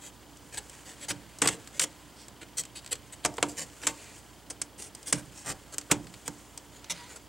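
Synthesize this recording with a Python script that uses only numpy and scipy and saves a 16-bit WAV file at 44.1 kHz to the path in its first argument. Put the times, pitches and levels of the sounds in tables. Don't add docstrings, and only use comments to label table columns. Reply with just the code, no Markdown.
import sys
import numpy as np
from scipy import signal
from scipy.fft import rfft, irfft
from scipy.io import wavfile
from scipy.ndimage import uniform_filter1d

SR = 44100
rng = np.random.default_rng(int(sys.argv[2]) if len(sys.argv) > 2 else 0)


def to_wav(sig):
    pcm = np.clip(np.atleast_2d(sig), -1, 1) * 32767
    pcm = np.round(pcm).astype(np.int16)
    wavfile.write(sys.argv[1], SR, pcm.T)


N = 321048

RIM_HZ, RIM_OCTAVES_PER_DB = 1920, .022


def snap(s, crack_db, snap_db, clack_db, knock_db, release):
    rim_hz = RIM_HZ * 2 ** (RIM_OCTAVES_PER_DB * (clack_db - knock_db))
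    return strike((crack_db, snap_db, clack_db, knock_db), grip_hz(s), rim_hz, release)


# frequency in Hz, relative level in dB, t60 in seconds.
LID_MODES = [(68, -5.5, 0.18), (125.4, -1, 0.22), (141.5, -4.5, .22), (161.2, -7.5, 0.22),
             (184, -3.5, 0.22), (224.7, -4.5, 0.21), (294.3, 1.5, 0.24), (333.3, -4, 0.3),
             (354, -3.5, 0.096), (452.3, -0.5, 0.2), (523.4, -9.5, 0.26), (561, -10, 0.22),
             (662, -30, 0.26), (734, -25, 0.26), (910, -3, 0.22), (1073, -8.5, 0.22), (1130, -12, 0.32)]
FAVOUR_DB_PER_OCTAVE, LID_DETUNE = 6, 0.013


def thump(thump_db, favoured_hz, count=20000):
    t = np.arange(count) / SR
    hz, db, t60 = np.transpose(LID_MODES)[:, :, None]
    spot, phase, grip = rng.uniform(-1.01, 1, (3, len(LID_MODES), 1))
    db = db + spot - FAVOUR_DB_PER_OCTAVE * abs(np.log2(hz / favoured_hz))
    decay = gain_of(db - 60 * t / t60)
    modes = decay * np.sin(2 * np.pi * hz * (1 + LID_DETUNE * grip) * t + np.pi * phase)
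    swell = 1 - np.exp(-t / 0.0045)
    body = modes.sum(0) * swell
    early = round(.05 * SR)
    return gain_of(thump_db - 1.0) * body / np.std(body[:early])


# frequency in Hz, t60 in seconds.
SHELL_RING = [(200, 0.15), (700, 0.062), (2000, 0.033), (5000, 0.041), (9000, 0.02), (15000, 0.02)]


def strike(levels_db, hz, rim_hz, release, count=6000):
    t = np.arange(count) / SR
    jerks = evened(slips(count, 6000, 3.47)) * np.exp(-t / release) * np.sqrt(2 / (release * SR))
    jerks *= 1 - np.exp(-t / (0.3 * release))
    blow = jerks + signal.fftconvolve(jerks, ring(SHELL_RING, count))[:count]
    drive = flattened(blow) * np.exp(-t / 0.054)
    attack = round(.008 * SR)
    sound = np.zeros(count)
    parts = zip(levels_db, voices(drive, hz, rim_hz, ring_db=1.5, width=820))
    for k, (db, voice) in enumerate(parts):
        sound += gain_of(db) * np.roll(voice, 7 * k) / np.std(voice[:attack])
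    return sound


def flattened(x):
    z = rfft(x)
    return evened(irfft(z / (abs(z) + 1e-12) ** .6, len(x)))


def voices(drive, hz, rim_hz, ring_db, width):
    edge = band(band(drive, 9500, 13500, order=1), 8500, 20000, order=2)
    tip = band(band(drive, 5400, 10170, order=2), 990, 10500, order=3)
    tip = tip + gain_of(ring_db) * resonate(tip, hz, width)
    rim = band(drive, rim_hz / 1.846, rim_hz * 1.687, order=2)
    rim = rim + gain_of(-6.0) * resonate(rim, rim_hz, width=2200)
    shell = band(drive, 369, 1310, order=2)
    return edge, tip, rim, shell


# time in seconds, ring in Hz.
GRIP = [(1.1, 7900), (3.45, 7650), (4.1, 7600), (4.5, 8640), (5.12, 8660), (5.45, 7530), (6.55, 7950),
        (6.9, 5340), (7.15, 7700)]


def grip_hz(s):
    return np.interp(s, *np.transpose(GRIP))


SCRAPE_RIM_HZ, SCRAPE_KNOCK_DB, KNOCK_DB_PER_OCTAVE = 2270, -8, -13.5


def scrape(row, ring_count=1500):
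    start, swell, fade, hiss_db, rasp_db, rim_hz = row
    knock_db = rasp_db + SCRAPE_KNOCK_DB + KNOCK_DB_PER_OCTAVE * np.log2(rim_hz / SCRAPE_RIM_HZ)
    count = round((swell + fade) * SR) + ring_count
    force = np.interp(np.arange(count) / SR, [0, swell, swell + fade], [0, 1, 0]) ** 0.6
    uneven_db = 2.0 * evened(uniform_filter1d(rng.standard_normal(count), size=90))
    jerks = slips(count, 4000, 4.8) * force * gain_of(uneven_db)
    drive = 0.87 * jerks + signal.fftconvolve(jerks, ring(SHELL_RING, ring_count))[:count]

    edge, *deeper = voices(drive, grip_hz(start), rim_hz, ring_db=3.5, width=660)
    levels_db = hiss_db - 14.5, hiss_db, rasp_db, knock_db
    parts = zip(levels_db, [np.roll(edge, 60), *deeper])
    contact = sum(gain_of(db + 0.1) * evened(voice) for db, voice in parts)
    shake = evened(sum(gain_of(db) * resonate(drive, hz, 3.4 / t60 + 25) for hz, db, t60 in LID_MODES))
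    sound = contact + gain_of(knock_db - 5.5) * shake
    return start, sound * np.sqrt(np.mean(force ** 2)) * signal.windows.tukey(count, .1)


# time in seconds, hiss in dB and rasp in dB, both before the trims below.
RUB = [(0.0, -66, -62.5), (0.4, -61.5, -62), (0.73, -56.5, -56), (1.34, -62, -58), (1.58, -57.5, -55.5),
       (2.33, -65.5, -61.5), (3.2, -62, -59.5), (3.47, -56.5, -58), (3.65, -56.5, -57), (4.03, -55, -56),
       (4.3, -62, -61.5), (4.83, -70, -63), (4.97, -60, -58), (5.66, -61.5, -60.5), (6.35, -57, -59),
       (6.79, -65, -62.5), (6.97, -61, -50.5), (7.28, -64, -64)]
RUB_HISS_DB, RUB_RASP_DB = -1, -2.0


def rub():
    s, hiss_db, rasp_db = np.transpose(RUB)
    t = np.arange(N) / SR
    grip_db = 1.5 * evened(uniform_filter1d(rng.standard_normal(N), size=500))
    grain = slips(N, 9000, 2.1) * gain_of(grip_db)
    edge, tip, rim, _ = voices(grain, 7140, 2190, ring_db=16.0, width=2600)
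    hiss = evened(tip) + gain_of(-13.0) * evened(edge)
    hiss_gain = gain_of(np.interp(t, s, hiss_db) + RUB_HISS_DB)
    rasp_gain = gain_of(np.interp(t, s, rasp_db) + RUB_RASP_DB)
    return hiss_gain * hiss + rasp_gain * evened(rim)


TICK_RELEASE_S, TICK_RIM_HZ = 0.0017, 2820
TICK_CRACK_DB, TICK_KNOCK_DB = -15, -16


def tick(s, point_db, rim_db):
    levels_db = point_db + TICK_CRACK_DB, point_db, rim_db, point_db + TICK_KNOCK_DB
    return strike(levels_db, grip_hz(s), TICK_RIM_HZ, TICK_RELEASE_S)


SQUEAK_AT_S, SQUEAK_LENGTH_S, SQUEAK_HZ, SQUEAK_DB = 6.95, .15, 974, -53
SQUEAK_WAVER, SQUEAK_DB_PER_HARMONIC = 0.017, -7


def squeak():
    count = round(SQUEAK_LENGTH_S * SR)
    waver = evened(uniform_filter1d(rng.standard_normal(count), size=400))
    turns = np.cumsum(SQUEAK_HZ * (1 + SQUEAK_WAVER * waver)) / SR
    tone = sum(gain_of(SQUEAK_DB_PER_HARMONIC * k) * np.sin(2 * np.pi * k * turns) for k in range(1, 4))
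    return gain_of(SQUEAK_DB) * evened(tone) * signal.windows.tukey(count, .8)


# frequency in Hz, side level in dB.
NEAR_SIDE = [(100, -30), (500, -24), (1200, -23), (2500, -24), (4000, -35.5), (5500, -16.5), (7500, -13),
             (10000, -12.5), (13000, -24)]


def ports(x, count=900):
    side = colour(signal.oaconvolve(x, ring(SHELL_RING, count))[:N], NEAR_SIDE)
    return np.array([x + side, x - side])


# frequency in Hz, t60 in seconds.
ROOM_RING = [(100, 0.63), (300, 0.49), (800, 0.25), (2000, 0.15), (5000, 0.13), (9000, 0.14), (15000, 0.1)]
# frequency in Hz, send level in dB.
ROOM_SEND = [(100, -8.5), (400, -13), (1000, -10.5), (2500, -12.5), (6000, -14.5), (14000, -21)]
# frequency in Hz, side level in dB.
ROOM_SIDE = [(100, -24), (400, -19), (1000, -34), (3000, -50), (9000, -8), (14000, -22)]


def room(x):
    stirred = colour(x, ROOM_SEND)
    fade_in = 1 - np.exp(-np.arange(SR // 2) / SR / 0.0067)
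    common, apart = (signal.oaconvolve(stirred, ring(ROOM_RING, SR // 2) * fade_in)[:N] for _ in range(2))
    side = colour(apart, ROOM_SIDE)
    return np.array([common + side, common - side])


# frequency in Hz, relative density in dB per Hz.
AIR = [(15, -22), (25, -32), (76, -2.5), (179, -4), (299, -3), (473, -8), (905, -9), (981, -7.5),
       (1090, -12), (2660, -23.5), (3050, -18.5), (3990, -21.5), (4690, -21), (5370, -22), (15800, -28.5)]
AIR_DB = -54.62
# frequency in Hz, likeness from 0 to 1.
SAME = [(40, 1), (150, 0.96), (500, 0.89), (3000, 0.94), (5000, 1), (7000, 0), (10000, 0.94), (14000, 1)]
# frequency in Hz, rms level in dB.
HUM = [(60, -63), (91.5, -70), (121, -67), (291, -65.5), (15735, -75)]


def background():
    hz, t = np.fft.rfftfreq(N, 1 / SR), np.arange(N) / SR
    a, b = rfft(rng.standard_normal((2, N)))
    same = np.clip(read(SAME, hz), -1, 1)
    pair = np.array([a, same * a + np.sqrt(1 - same ** 2) * b])
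    air = evened(irfft(pair * gain_of(read(AIR, hz)), N))
    hum = sum(gain_of(db) * np.sqrt(2) * np.sin(2 * np.pi * (f * t + rng.random())) for f, db in HUM)
    return gain_of(AIR_DB) * air + hum


# frequency in Hz, width in Hz, rms level in dB.
CHIRR = [(3090, 570, -68.5), (4810, 190, -76)]


def chirr():
    blink = np.cos(np.pi * 30 * np.arange(N) / SR) ** 6
    sound = np.zeros(N)
    for hz, width, db in CHIRR:
        whistle = resonate(resonate(rng.standard_normal(N), hz, width), hz, width)
        sound += gain_of(db) * evened(whistle * blink)
    return sound


def slips(count, per_s, spread_db):
    size = gain_of(spread_db * np.minimum(rng.exponential(1, count), 3))
    return size * rng.choice([-1., 1.], count) * (rng.random(count) < per_s / SR)


def ring(t60s, count):
    hz, t, z = signal.stft(rng.choice([-1., 1.], count), SR, nperseg=128)
    decay = gain_of(-60 * t / read(t60s, hz)[:, None])
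    tail = signal.istft(z * decay, SR, nperseg=128)[1][:count]
    return tail / np.linalg.norm(tail)


def resonate(x, hz, width):
    return signal.lfilter(*signal.iirpeak(hz, hz / width, fs=SR), x)


def band(x, lo_hz, hi_hz, order=2):
    return signal.sosfilt(signal.butter(order, [lo_hz, min(hi_hz, .49 * SR)], "band", fs=SR, output="sos"), x)


def colour(x, points, size=4096):
    log_gain = np.log(gain_of(read(points, abs(np.fft.fftfreq(size, 1 / SR)))))
    taps = np.fft.ifft(np.exp(np.conj(signal.hilbert(log_gain)))).real[:size // 2]
    return signal.oaconvolve(x, taps)[:len(x)]


def read(points, hz):
    f, value = np.transpose(points)
    return np.interp(np.log(hz + 1), np.log(f + 1), value)


def gain_of(db):
    return 10 ** (np.asarray(db) / 20)


def evened(x):
    return x / np.sqrt(np.mean(x ** 2) + 1e-20)


def add(mix, s, sound):
    part = mix[max(round(s * SR), 0):][:len(sound)]
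    part += sound[:len(part)]


# start in seconds, then relative levels in dB of the crack, the snap of the catch,
# the clack of the rim, the knock of the shell and the thump of the lid; favoured lid mode in Hz,
# release (decay constant of the jerks) in seconds.
SNAPS = [(1.107, -54, -38, -31, -45, -42, 155, 0.0015), (1.4172, -49, -20.5, -24, -30.5, -35, 297, .0064),
         (1.457, -54, -31.5, -29.5, -33.5, -37, 310, 0.0023),
         (1.4735, -37, -19.5, -25.5, -50, -43, 290, 0.0025),
         (1.4851, -51, -24.5, -26, -36.5, -42.5, 330, 0.0032),
         (1.7945, -40, -21, -26, -43, -64, 100, 0.0033), (1.818, -49, -42, -30.5, -49, -61, 300, .0009),
         (1.8384, -53, -30, -37, -46, -48, 298, .0011), (3.2485, -41, -24, -25.5, -28, -40, 160, 0.0019),
         (3.2569, -56, -26, -31.5, -29.5, -44, 550, 0.0021),
         (3.381, -66, -42, -34, -33.5, -57, 400, 0.0026),
         (3.4264, -50, -22.5, -22, -25.5, -35.5, 300, 0.0019),
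         (3.834, -63, -47, -39.5, -51, -51, 300, .002),
         (3.868, -44, -20.5, -26.5, -35.5, -40.5, 890, 0.0041),
         (4.5, -66, -36, -45, -48.5, -62, 450, 0.0068), (4.6154, -56, -27.5, -39, -47, -57, 298, 0.0027),
         (5.125, -50, -19, -26, -31.5, -34.5, 147, 0.0042),
         (5.7822, -41, -28, -40, -49, -55.5, 300, 0.00089),
         (5.9123, -32.5, -18, -21, -28.5, -31, 177, 0.0049),
         (6.2784, -43, -31.5, -37, -39, -44, 217, 0.001)]
# start in seconds, point and rim levels in relative dB.
TICKS = [(0.3696, -54, -72), (0.696, -46, -66), (1.386, -44, -59), (1.6732, -45.5, -50.5),
         (2.282, -46.5, -56), (2.6354, -46.5, -50), (2.6518, -45, -52), (2.845, -51, -54),
         (2.862, -43.5, -47.5), (2.875, -48, -51), (2.9534, -45, -50), (3.339, -49, -60),
         (3.3684, -46, -63), (4.8218, -40.5, -54), (4.949, -41.5, -57), (5.0283, -48.5, -60),
         (5.8123, -47, -51), (6.0685, -52, -50), (6.139, -49, -48), (6.5753, -39, -51.5),
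         (6.8431, -48, -48)]
# start in seconds, swell in seconds, fade in seconds, hiss and rasp in relative dB, ring of the rim in Hz.
SCRAPES = [(0, 0.066, 0.033, -46.5, -49.5, 2660), (0.517, 0.04, 0.027, -44, -44.5, 2330),
           (.571, 0.0028, 0.019, -32.5, -34.5, 2480), (.852, 0.011, .081, -48, -49, 2470),
           (1.001, 0.042, .012, -42.5, -43.5, 2440), (1.081, .018, 0.021, -31, -33, 2430),
           (1.425, 0.032, 0.009, -32.5, -31, 1750), (1.49, 0.0091, 0.057, -41, -40.5, 2260),
           (1.72, .052, .02, -49, -50.5, 1950), (1.799, 0.02, 0.03, -26, -32, 2740),
           (2.151, .07, 0.04, -58, -55, 3900), (2.407, .016, .015, -49.5, -43.5, 2250),
           (2.568, 0.019, 0.029, -29, -34, 3780), (2.749, 0.02, 0.03, -44.5, -42, 3420),
           (2.908, .021, 0.0058, -27.5, -30.5, 2840), (3.121, 0.0067, 0.024, -43, -46, 2850),
           (3.233, 0.019, 0.0035, -45, -39, 3000), (3.481, 0.0068, 0.041, -42, -49, 2600),
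           (3.564, 0.018, 0.068, -35.5, -39, 2270), (3.805, 0.048, 0.014, -44, -46, 1800),
           (3.872, 0.0047, 0.037, -35.5, -38, 2480), (3.91, 0.11, 0.18, -58, -53, 2440),
           (4.13, 0.045, .03, -53, -60, 2400), (4.775, 0.026, 0.096, -44, -50.5, 2100),
           (5.058, .02, 0.036, -36.5, -42.5, 2550), (5.138, 0.0062, 0.073, -44, -46, 1900),
           (5.33, 0.068, 0.066, -49, -56, 2090), (5.443, 0.067, 0.018, -35, -38.5, 1750),
           (5.717, 0.026, 0.0087, -41.5, -47, 1780), (5.897, 0.012, .012, -46, -38.5, 1670),
           (6.248, 0.027, .0049, -45.5, -47, 2200), (6.71, 0.052, .05, -56, -56.5, 2600),
           (6.895, .0084, .021, -30.5, -30, 3100), (6.93, 0.041, 0.15, -57, -51.5, 2870),
           (7.069, 0.047, .05, -51.5, -50.5, 2120), (7.154, 0.0091, .015, -44.5, -49.5, 2000)]
# frequency in Hz, gain in dB.
TONE = [(60, 4.5), (300, 7.5), (600, 2), (1000, 4), (1600, 0.5), (2600, -2), (3800, -1.5), (4800, 5),
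        (6000, 1.5), (7800, -0.5), (9500, 0), (11500, -1.5), (14000, -1.5), (16000, 0)]


def scene():
    contacts, lid = np.zeros(N), np.zeros(N)
    for s, *levels_db, thump_db, favoured_hz, release in SNAPS:
        add(contacts, s, snap(s, *levels_db, release))
        add(lid, s, thump(thump_db, favoured_hz))
    for s, point_db, rim_db in TICKS:
        add(contacts, s, tick(s, point_db, rim_db))
    for row in SCRAPES:
        add(contacts, *scrape(row))
    add(lid, SQUEAK_AT_S, squeak())
    near = colour(contacts + rub(), TONE) + lid
    return ports(near) + room(near) + background() + chirr()


# frequency in Hz, left minus right in dB.
BALANCE = [(60, -8), (130, -10), (220, -4.5), (500, 0.5), (1000, -1.1), (2000, 0), (5000, -0.5), (12000, 0)]
EDGE_HZ = 15950


def record(dry):
    lean = gain_of(read(BALANCE, np.fft.rfftfreq(N, 1 / SR)))
    port_gains = np.array([2 * lean, 2 * np.ones_like(lean)]) / (1 + lean)
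    heard = irfft(rfft(dry) * port_gains, N)
    edge = signal.firwin(255, EDGE_HZ, window=("kaiser", 8), fs=SR)
    return signal.oaconvolve(heard, edge[None], "same")


dry = scene()
out = record(dry)
to_wav(out)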